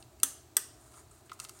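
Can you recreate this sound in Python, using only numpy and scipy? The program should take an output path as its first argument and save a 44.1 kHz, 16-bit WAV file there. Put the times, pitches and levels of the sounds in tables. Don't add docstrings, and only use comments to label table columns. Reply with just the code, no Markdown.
import sys
import numpy as np
from scipy import signal
from scipy.fft import rfft, irfft
from scipy.io import wavfile
from scipy.ndimage import uniform_filter1d

SR = 44100
rng = np.random.default_rng(int(sys.argv[2]) if len(sys.argv) > 2 else 0)


def transcribe(u):
    v = np.clip(np.atleast_2d(u).T, -1, 1)
    q = np.round(v * 32767).astype(np.int16)
    wavfile.write(sys.argv[1], SR, q)


N = 70560

# frequency_hz, relative_db
AIR_SPECTRUM = [(20, -31), (35, -20), (55, -1.5), (80, 1), (130, -3.5), (170, -15.5), (260, -10.5),
                (350, -4.5), (440, -10.5), (490, -24.5), (640, -8), (900, -17.5), (1300, -19),
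                (1900, -25.5), (3600, -27.5), (3950, -24.5), (4400, -25.5), (5200, -28), (8200, -23.5),
                (9700, -31), (15500, -30.5)]
# pitch_hz, rms_db
HUM_PARTIALS = [(59.8, -74), (119.4, -71), (360, -78)]
# frequency_hz, t60_s
REVERB_TIMES = [(250, 0.6), (1500, 0.4), (4500, 0.51), (8000, 0.37), (15000, .25)]
# frequency_hz, relative_db
REVERB_SPECTRUM = [(100, -7), (330, -1), (700, 6), (1250, 0), (1900, 5.5), (3300, -2.5), (5500, -1.5),
                   (8500, 0.5), (11500, -1.5), (15000, -0.5)]
# delay_s, gain_db
REFLECTIONS = [(.0031, -13.5), (.0049, -27), (0.0115, -22.5)]
# middle_s, half_width_s, level_db
BRUSH_STROKES = [(0.004, .04, -64.5), (0.13, .012, -73), (0.863, 0.11, -63.5), (.98, 0.045, -59),
                 (1.162, 0.063, -66.5), (1.265, .015, -66.5), (1.422, 0.021, -53), (1.45, 0.062, -65.5),
                 (1.576, 0.056, -60.5)]
# frequency_hz, relative_db
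BRUSH_SPECTRUM = [(300, -34), (800, 0.5), (1270, 5), (1900, -5.5), (3000, -14.5), (4700, -6.5),
                  (5600, -9.5), (7000, 4), (7800, -1.5), (8450, 5), (9800, -1), (12500, -10.5),
                  (16000, -19)]
# start_s, knock_db, ring_db, click_db, click_centre_hz, click_width_octaves, decay_s
TOUCHES = [(0.026, -73, -51, -44, 4220, .35, 0.00085), (.2005, -70, -51, -49, 8400, 0.34, .002),
           (.94, -53.5, -66, -60, 4000, 1.0, 0.0072), (.975, -52.5, -68, -58, 8000, 0.48, .005),
           (1.112, -56, -75, -52.5, 8300, 0.16, 0.0044), (1.2956, -51.5, -59, -49.5, 2700, 0.62, 0.0058),
           (1.317, -33.5, -59, -45.5, 3600, 1.0, 0.0026), (1.331, -71, -70, -50.5, 8500, 0.49, .008),
           (1.392, -48.5, -59, -53, 6540, 1, 0.0044), (1.4, -41.5, -38, -30.5, 6600, 0.68, 0.0016),
           (1.442, -60, -69, -39, 9200, .5, .002), (1.4489, -47.5, -43, -39, 4800, 1.0, 0.0022),
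           (1.4874, -66, -62, -47, 7600, 1, 0.0022), (1.494, -47.5, -47, -36.5, 9300, 0.81, 0.0016),
           (1.590, -82, -62, -50, 7000, 1.0, 0.0022)]
# pitch_hz, relative_db, t60_s
KNOCK_MODES = [(1069, -4.5, 0.036), (1244, -1.5, .032), (1375, 1.5, 0.02), (2020, -18, 0.048)]
SHELL_MODES = [(2150, -14, 0.043), (2700, -5, .045), (3070, -9, .025), (4300, -8, .025), (4680, -3, .032),
               (8480, 0, .028)]
# pitch_hz, relative_db, t60_s
FIRST_STOP_MODES = [(272, -35, .22), (1130, -28, .03), (1347, -22, 0.034), (1573, -29, 0.055),
                    (1910, -35, .05), (2817, -25, 0.022), (3450, -17.5, .03), (6200, -10, 0.026),
                    (6610, -8, 0.021), (7470, -13, 0.029), (7390, -7, 0.021), (8750, -10, .022),
                    (8980, -2, 0.016), (10570, -10, .018), (11170, -7, .018), (15400, -18, .014)]
SECOND_STOP_MODES = [(412.5, -36, 0.2), (1230, -25, 0.057), (1565, -21.5, 0.066), (1760, -29, .06),
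                     (1970, -21.5, 0.058), (3410, -17.5, 0.037), (5110, -22, 0.019), (5860, -24, 0.027),
                     (5980, -17, 0.024), (6600, -12.5, 0.017), (7890, -3.5, 0.018), (8473, -4, 0.037),
                     (9190, -15, 0.05), (12420, -11, 0.022), (13900, -14, 0.04)]
# frequency_hz, relative_db
FIRST_CRACK_SPECTRUM = [(60, -35), (150, -22.5), (330, -14), (560, -17.5), (850, -23), (1330, -7),
                        (1700, -15), (2250, -23.5), (2800, -11.5), (3400, -10), (4500, -12), (5400, -11.5),
                        (6200, -0.5), (6900, -5.5), (7500, 1.5), (7900, -6), (8900, 3.5), (9800, -6),
                        (11400, 0.5), (12500, -10.5), (13700, -8.5), (16000, -9.5)]
SECOND_CRACK_SPECTRUM = [(150, -34), (400, -12), (750, -22), (1250, -11), (1900, -12.5), (2250, -19),
                         (2800, -9.5), (3350, -9), (3750, -14.5), (4500, -11.5), (5700, -2), (6400, -6.5),
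                         (7000, -10.5), (8400, 4), (9900, -8), (11600, -12.5), (12600, -4.5),
                         (14200, -10.5), (16000, -14.5)]
# impact_s, ring_db, crack_db, crack_decay_s, travel_s
SWITCH_SNAPS = [(0.2331, -13.5, -10, 0.001, .0011), (0.5684, -14.5, -14, 0.0013, .0013)]

RING_TO_ROOM_DB = -6.5


def amp(db):
    return 10 ** (np.asarray(db) / 20)


def unit_rms(x):
    return x / np.sqrt(np.mean(x ** 2) + 1e-20)


def curve_at(points, hz):
    frequencies, values = np.transpose(points)
    return np.interp(np.log(hz + 1), np.log(frequencies + 1), values)


def add(mix, start_s, sound):
    part = mix[max(round(start_s * SR), 0):][:len(sound)]
    part += sound[:len(part)]


def colour(x, db_at, size=4096):
    hz = abs(np.fft.fftfreq(size, 1 / SR))
    log_gain = np.log(amp(np.maximum(db_at(hz), -90)))
    response = np.exp(np.conj(signal.hilbert(log_gain)))
    taps = np.fft.ifft(response).real[:size // 2]
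    return signal.fftconvolve(x, taps / np.linalg.norm(taps))[:len(x)]


def ring(modes, t):
    return sum((-1) ** k * amp(db - 60 * t / t60) * np.sin(2 * np.pi * hz * t)
               for k, (hz, db, t60) in enumerate(modes))


def contact_noise(force, size=4096):
    contacts = force * rng.choice([-1., 1.], len(force))
    power = uniform_filter1d(abs(rfft(contacts, size)) ** 2, size=25)
    whitening_db = -10 * np.log10(power / power.mean() + 1e-6)
    white = colour(contacts, lambda f: np.interp(f, np.fft.rfftfreq(size, 1 / SR), whitening_db))
    return white * np.linalg.norm(force) / np.linalg.norm(white)


def background(air_db=-59.5):
    t, hz = np.arange(N) / SR, np.fft.rfftfreq(N, 1 / SR)
    air = irfft(rfft(rng.standard_normal(N)) * amp(curve_at(AIR_SPECTRUM, hz)), N)
    hum = sum(amp(db) * np.sqrt(2) * np.sin(2 * np.pi * (f * t + rng.random()))
              for f, db in HUM_PARTIALS)
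    return amp(air_db) * unit_rms(air) + hum


def reverberation(x, gain_db=-11, rise_s=0.00542):
    hz, t, bands = signal.stft(rng.standard_normal(SR * 3 // 4), SR, nperseg=256)
    band_db = curve_at(REVERB_SPECTRUM, hz)[:, None] - 60 * t / curve_at(REVERB_TIMES, hz)[:, None]
    tail = signal.istft(bands * amp(band_db), SR, nperseg=256)[1]
    tail *= 1 - np.exp(-np.arange(len(tail)) / SR / rise_s)
    return amp(gain_db) * signal.fftconvolve(x, tail / np.linalg.norm(tail))[:N]


def with_reflections(direct):
    total = direct.copy()
    for delay_s, db in REFLECTIONS:
        add(total, delay_s, amp(db) * direct)
    return total


def skin_friction(grain_db=2.5):
    t = np.arange(N) / SR
    envelope = sum(amp(db) * np.exp(-((t - middle_s) / half_width_s) ** 2)
                   for middle_s, half_width_s, db in BRUSH_STROKES)
    noise = rng.standard_normal(N)
    roughness = unit_rms(uniform_filter1d(rng.standard_normal(N), size=60))
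    grains = unit_rms(noise * amp(grain_db * roughness))
    return envelope * colour(grains, lambda f: curve_at(BRUSH_SPECTRUM, f))


def case_ticks(rolloff_hz=11000, knock_rise_s=0.00092):
    clicks, rings, t = np.zeros(N), np.zeros(N), np.arange(SR // 8) / SR
    knock = (1 - np.exp(-t / knock_rise_s)) * ring(KNOCK_MODES, t)
    shell = ring(SHELL_MODES, t)
    for start_s, knock_db, ring_db, click_db, centre_hz, width_octaves, decay_s in TOUCHES:
        def band_db(hz):
            octaves = np.log2((hz + 1) / centre_hz)
            return -20 * np.log10(1 + (octaves / width_octaves) ** 2 + (hz / rolloff_hz) ** 4)
        click = colour(contact_noise(np.exp(-t / decay_s)), band_db)
        add(clicks, start_s, amp(click_db) * click)
        add(rings, start_s, amp(ring_db) * shell + amp(knock_db) * knock)
    return clicks + rings, clicks + amp(RING_TO_ROOM_DB) * rings


def slide_switch(scrape_db=-11, rattle_db=-14.5, rattle_decay_s=0.0055):
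    direct, to_room, t = np.zeros(N), np.zeros(N), np.arange(SR // 4) / SR
    stops = (FIRST_STOP_MODES, FIRST_CRACK_SPECTRUM), (SECOND_STOP_MODES, SECOND_CRACK_SPECTRUM)
    for (impact_s, ring_db, crack_db, decay_s, travel_s), (modes, spectrum) in zip(SWITCH_SNAPS, stops):
        since_impact = np.maximum(t - travel_s, 0)
        impact = np.exp(-since_impact / decay_s)
        rattle = amp(rattle_db) * np.exp(-since_impact / rattle_decay_s)
        force = amp(crack_db) * np.where(t < travel_s, amp(scrape_db), impact + rattle)
        crack = colour(contact_noise(force), lambda f: curve_at(spectrum, f))
        ringing = amp(ring_db) * ring(modes, t)
        add(direct, impact_s - travel_s, crack)
        add(direct, impact_s, ringing)
        impulse = np.linalg.norm(force) * (t == 0)
        smooth_crack = colour(impulse, lambda f: curve_at(spectrum, f))
        add(to_room, impact_s, smooth_crack + amp(RING_TO_ROOM_DB) * ringing)
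    return direct, to_room


def scene():
    direct, to_room = np.add(slide_switch(), case_ticks()) + skin_friction()
    return (with_reflections(direct) + reverberation(to_room) + background())[None]


def record(dry):
    cutoff_hz = 16100
    lowpass = signal.firwin(255, cutoff_hz, window=("kaiser", 8), fs=SR)
    return signal.oaconvolve(dry, lowpass[None], "same")


dry = scene()
out = record(dry)
transcribe(out)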